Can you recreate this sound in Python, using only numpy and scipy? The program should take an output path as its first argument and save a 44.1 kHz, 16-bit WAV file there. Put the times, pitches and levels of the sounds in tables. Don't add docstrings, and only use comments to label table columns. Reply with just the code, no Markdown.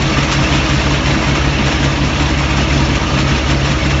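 import sys
import numpy as np
from scipy import signal
from scipy.fft import rfft, irfft
from scipy.io import wavfile

SR = 44100
rng = np.random.default_rng(int(sys.argv[2]) if len(sys.argv) > 2 else 0)


def dump(signal):
    limited = np.clip(np.atleast_2d(signal).T, -1, 1)
    pcm = np.round(limited * 32767).astype(np.int16)
    wavfile.write(sys.argv[1], SR, pcm)


N = 176400
T = np.arange(N) / SR
CRANK_HZ, THROB_HZ, FAN_HZ = 25.958, 5.43, 138.52


def from_db(db):
    return 10 ** (np.asarray(db) / 20)

def unit_rms(x):
    return x / np.sqrt(np.mean(x ** 2) + 1e-20)

def in_time(rows):
    return np.interp(T, *np.transpose(rows))

def drift(corner_hz):
    step = 40
    pole = np.exp(-2 * np.pi * corner_hz * step / SR)
    slow = signal.lfilter([1], [1, -2 * pole, pole ** 2], rng.standard_normal(N // step + 2002))[2000:]
    return np.interp(np.arange(N) / step, np.arange(len(slow)), unit_rms(slow))

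def coloured(x, spectrum):
    hz, db = np.transpose(spectrum)
    bins = np.maximum(np.arange(N // 2 + 1) * SR / N, 1)
    gain = from_db(np.interp(np.log(bins), np.log(hz), db))
    return unit_rms(irfft(rfft(x) * gain, N))

def swells(rows):
    return from_db(sum(db * np.exp(-((T - s) / width) ** 2) for s, width, db in rows))

def impacts(per_s, spread_db, range_db):
    sizes = from_db(np.minimum(spread_db * rng.exponential(1, N), range_db)) * rng.choice([-1, 1], N)
    return sizes * (rng.random(N) < per_s / SR)


# frequency in Hz, relative density in dB.
AIR_SPECTRUM = [(20, -6.5), (42, -2.5), (62, 2.5), (90, 4), (160, 1.5), (300, 1), (420, -2), (520, -3.5),
                (750, -3.5), (1100, -6), (1500, -5.5), (2100, -6), (2900, -7.5), (3500, -8.5), (4500, -12),
                (4950, -17), (5650, -13), (6700, -18), (7600, -24.5)]
AIR_BAND_EDGES = [0, 350, 700, 1400, 2800, 4200, 22050]

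def air_roar(turns, throb):
    air = rfft(coloured(rng.standard_normal(N), AIR_SPECTRUM))
    hz = np.arange(N // 2 + 1) * SR / N
    out = 0
    for low, high in zip(AIR_BAND_EDGES, AIR_BAND_EDGES[1:]):
        band = irfft(air * (hz >= low) * (hz < high), N)
        angle = 2 * np.pi * (turns + rng.random() / 2)
        pulsing = 1 + 0.18 * (np.cos(angle) + np.cos(7 * angle)) / np.pi
        flicker = from_db(drift(13.4))
        out += band * pulsing * flicker
    return from_db(-20.5 + .5 * np.cos(2 * np.pi * throb)) * out


# time in seconds, frequency in Hz.
HUM_PITCH = [(0, 66.2), (1.0, 66.67), (1.7, 67.2), (2.2, 67.7), (3.0, 68.44), (4.0, 67.85)]
# time in seconds, level in dB.
HUM_LEVEL = [(0, -26), (.3, -28), (.45, -20), (.62, -25), (.78, -17.5), (.93, -25), (1.08, -20),
             (1.22, -24.5), (1.44, -17), (1.58, -25), (1.82, -18), (2.08, -25.5), (2.3, -19), (2.7, -19),
             (3.03, -23), (3.35, -18.5), (3.68, -22.5), (4, -15.5)]

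def low_hum(octave_db=-9):
    phase = 2 * np.pi * np.cumsum(in_time(HUM_PITCH) + 0.45 * drift(3.3)) / SR
    wave = np.sin(phase) + from_db(octave_db) * np.sin(2 * phase)
    return np.sqrt(2) * from_db(in_time(HUM_LEVEL)) * wave


# start in seconds, level in dB.
DOOR_TAPS = [(0.315, -14), (.326, -17), (0.336, -20.5)]
# frequency in Hz, relative density in dB.
DOOR_SPECTRUM = [(200, -11), (650, -6), (1300, 2), (2800, -5), (4200, -11.5), (5000, -3), (5600, -5),
                 (7600, -9.5)]

def door_rattle(decay_s=0.013):
    taps = sum(from_db(db) * (T >= s) * np.exp(-np.abs(T - s) / decay_s) for s, db in DOOR_TAPS)
    return taps * coloured(rng.standard_normal(N), DOOR_SPECTRUM)


# crest time in seconds, fall time in seconds, level in dB.
GRAVEL_SLIDES = [(0.023, 0.015, -18), (0.183, 0.046, -22), (0.236, 0.034, -20.5), (0.33, 0.065, -20.5),
                 (0.433, 0.041, -19), (0.548, 0.073, -18.5), (0.699, 0.032, -20.5), (0.738, 0.027, -22),
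                 (0.807, 0.021, -21), (.95, .04, -19.5), (1.07, 0.039, -21.5), (1.118, 0.028, -32),
                 (1.285, .03, -22), (1.357, 0.019, -18), (1.452, 0.026, -22), (1.67, 0.044, -21.5),
                 (1.727, 0.043, -21), (1.84, 0.033, -18), (1.99, 0.019, -30), (2.207, 0.049, -20),
                 (2.3, .03, -27), (2.39, 0.037, -20.5), (2.51, 0.037, -22), (2.573, .03, -22.5),
                 (2.718, .04, -25), (2.957, 0.022, -19), (3.191, 0.043, -18.5), (3.311, 0.043, -28.5),
                 (3.509, 0.035, -17.5), (3.651, .03, -21.5), (3.714, .03, -22), (3.856, 0.038, -20),
                 (3.909, .03, -18.5)]
# frequency in Hz, relative density in dB.
GRAVEL_SPECTRUM = [(200, -10), (600, -2.5), (1300, -1.5), (2700, 1), (3400, -4), (4300, -8.5), (4950, -13),
                   (5400, -5.5), (6200, -11.5), (7600, -13)]

def gravel(rise_ratio=.6):
    envelope = 0
    for crest, fall, db in GRAVEL_SLIDES:
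        width = fall * np.where(T < crest, rise_ratio, 1)
        envelope += from_db(db) * np.exp(-2 * ((T - crest) / width) ** 2)
    stones = impacts(per_s=2500, spread_db=1.5, range_db=6)
    return envelope * coloured(stones, GRAVEL_SPECTRUM)


# multiple of the fan tone, offset in throb rates, level in dB.
FAN_PARTIALS = [(.5, 0, -34), (1, 0, -19.5), (1, 1, -30), (2, 0, -36), (2, -1, -38)]
# centre in seconds, width in seconds, gain in dB.
FAN_DIPS = [(.27, 0.019, -9), (.45, 0.034, -6), (.84, .05, -5), (1.03, 0.043, -6), (1.23, 0.033, -9.5),
            (1.42, 0.028, -10), (1.59, 0.032, -6), (1.76, 0.034, -4), (2.11, .03, -14), (2.47, 0.041, -15),
            (3.04, 0.049, -19), (3.42, 0.043, -15), (3.79, 0.022, -11)]

def fan_tone(throb):
    blades = FAN_HZ * T + rng.random() + 0.018 * drift(2.1)
    tone = sum(from_db(db) * np.sin(2 * np.pi * (multiple * blades + offset * throb))
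               for multiple, offset, db in FAN_PARTIALS)
    return np.sqrt(2) * swells(FAN_DIPS) * tone


# frequency in Hz, time to decay 60 dB in seconds, level in dB.
COVER_MODES = [(940, .05, -40), (1076, 0.05, -39.5), (1191, 0.093, -36), (1257, 0.071, -39.5),
               (1482, 0.038, -41.5), (1690, 0.071, -38), (1858, 0.078, -41), (2054, .06, -40),
               (2220, 0.09, -37), (2497, 0.09, -38), (2635, .06, -41.5), (2680, 0.1, -37),
               (2755, 0.068, -39.5), (2915, 0.076, -39), (3056, 0.072, -40), (3380, 0.056, -43),
               (3960, 0.03, -42.5), (4480, .04, -45), (5270, 0.038, -43), (5330, 0.024, -46),
               (5640, 0.034, -46.5), (6600, 0.041, -49.5)]

def loose_covers():
    out = 0
    for hz, t60, db in COVER_MODES:
        taps = impacts(per_s=24, spread_db=3.5, range_db=10.5)
        radius = from_db(-60 / (t60 * SR))
        feedback = [1, -2 * radius * np.cos(2 * np.pi * hz / SR), radius ** 2]
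        out += from_db(db) * unit_rms(signal.lfilter([1, 0, -1], feedback, taps + 1e-18))
    return out


def firings(turns, decay_s, uneven_db=0.4):
    count = np.floor(2 * turns).astype(int)
    strength = from_db(uneven_db * rng.standard_normal(512))
    age_s = (2 * turns % 1) / (2 * CRANK_HZ)
    return strength[count % len(strength)] * np.exp(-age_s / decay_s) * rng.standard_normal(N)

def driven_modes(turns, modes, decay_s):
    out = 0
    for hz, half_width, db in modes:
        force = firings(turns + rng.random(), decay_s)
        band = signal.butter(1, [hz - half_width, hz + half_width], "band", fs=SR, output="sos")
        ringing = signal.sosfilt(band, signal.sosfilt(band, force))
        out += from_db(db) * unit_rms(ringing)
    return out


# frequency in Hz, filter half-width in Hz, level in dB.
BLOCK_MODES = [(556.5, 29, -39), (630.6, 42, -34.5), (939, 45, -36.5), (1173, 43, -39), (1582, 54, -41.5),
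               (2244, 32, -43.5), (2460, 51, -40.5), (2704, 45, -39), (3700, 130, -47.5), (5310, 110, -43)]

def combustion_knock(turns):
    return driven_modes(turns, BLOCK_MODES, decay_s=0.0083)


# frequency in Hz, filter half-width in Hz, level in dB.
HOUSING_MODES = [(199, 15, -33.5), (241.6, 36.5, -30.5), (293.3, 36, -31.5)]
# offset in throb rates, level in dB.
HOUSING_SIDEBANDS = [(-4, -37), (-3, -39), (-2, -38.5), (1, -36.5), (2, -32.5)]
# centre in seconds, width in seconds, gain in dB.
LOAD_SWELLS = [(.055, .04, 6), (.131, 0.014, 5), (.224, 0.052, 3.5), (.55, 0.037, 4), (.75, 0.08, 2.5),
               (.933, 0.044, 6), (1.107, 0.025, 4.5), (1.17, 0.036, 7), (1.339, 0.029, 6),
               (1.61, 0.033, 6.5), (1.821, 0.064, 4), (2.014, 0.043, 1.5), (2.199, 0.042, 3.5),
               (2.363, .04, 3.5), (2.532, 0.028, 4.5), (2.614, 0.032, 5.5), (2.72, .04, -1),
               (2.792, 0.066, 6.5), (2.905, 0.047, 5.5), (3.053, 0.04, 0), (3.17, 0.055, 4),
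               (3.353, .05, 7), (3.531, 0.022, 9.5), (3.719, 0.04, 5), (3.873, 0.058, 3)]

def housing_boom(turns, throb, order=12):
    boom = driven_modes(turns, HOUSING_MODES, decay_s=0.0048)
    warble = sum(from_db(db) * np.sin(2 * np.pi * (order * turns + offset * throb + rng.random()))
                 for offset, db in HOUSING_SIDEBANDS)
    return swells(LOAD_SWELLS) * (boom + np.sqrt(2) * warble)


# multiple of the crank rate, relative level in dB.
ENGINE_ORDERS = [(2, -25.5), (3, -29), (4, -30), (5, -36), (6, -37.5), (7, -36.5), (8, -35.5), (9, -43),
                 (10, -40.5), (12, -31.5), (14, -40), (15, -43), (16, -43), (17, -44.5), (18, -42),
                 (20, -43), (21, -41.5), (22, -38.5), (24, -49), (26, -44), (27, -49), (31, -44.5),
                 (33, -46.5), (36, -48), (39, -43), (43, -50.5), (45, -45.5), (46, -47), (50, -40.5),
                 (52, -47)]

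def engine_drone(turns, gain_db=-0.5):
    out = 0
    for order, db in ENGINE_ORDERS:
        wave = np.sqrt(2) * np.sin(2 * np.pi * (order * turns + rng.random()))
        flutter = 1 + 0.019 * order * drift(2.9)
        out += from_db(db + gain_db) * wave * flutter
    return out


# time in seconds, gain in dB.
NEARNESS = [(0, 1.7), (.4, 1.4), (.8, 1.5), (1.5, 0.7), (2.1, 0.4), (2.6, 1), (3.1, 0.4), (4, 0.4)]

def scene():
    turns = np.cumsum(CRANK_HZ * (1 + .0008 * drift(1.8))) / SR
    throb = THROB_HZ * (T - .018)
    knock = combustion_knock(turns)
    boom = housing_boom(turns, throb)
    surge_db = 0.72 * drift(13)
    clatter = from_db(in_time(NEARNESS) + surge_db) * (knock + loose_covers() + air_roar(turns, throb))
    return (engine_drone(turns) + boom + fan_tone(throb) + low_hum() + clatter
            + gravel() + door_rattle())[None]

def record(dry, ceiling=.9, cutoff_hz=7580):
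    lowpass = signal.ellip(14, .1, 90, cutoff_hz, fs=SR, output="sos")
    return signal.sosfilt(lowpass, np.clip(dry, -ceiling, ceiling))


dry = scene()
out = record(dry)
dump(out)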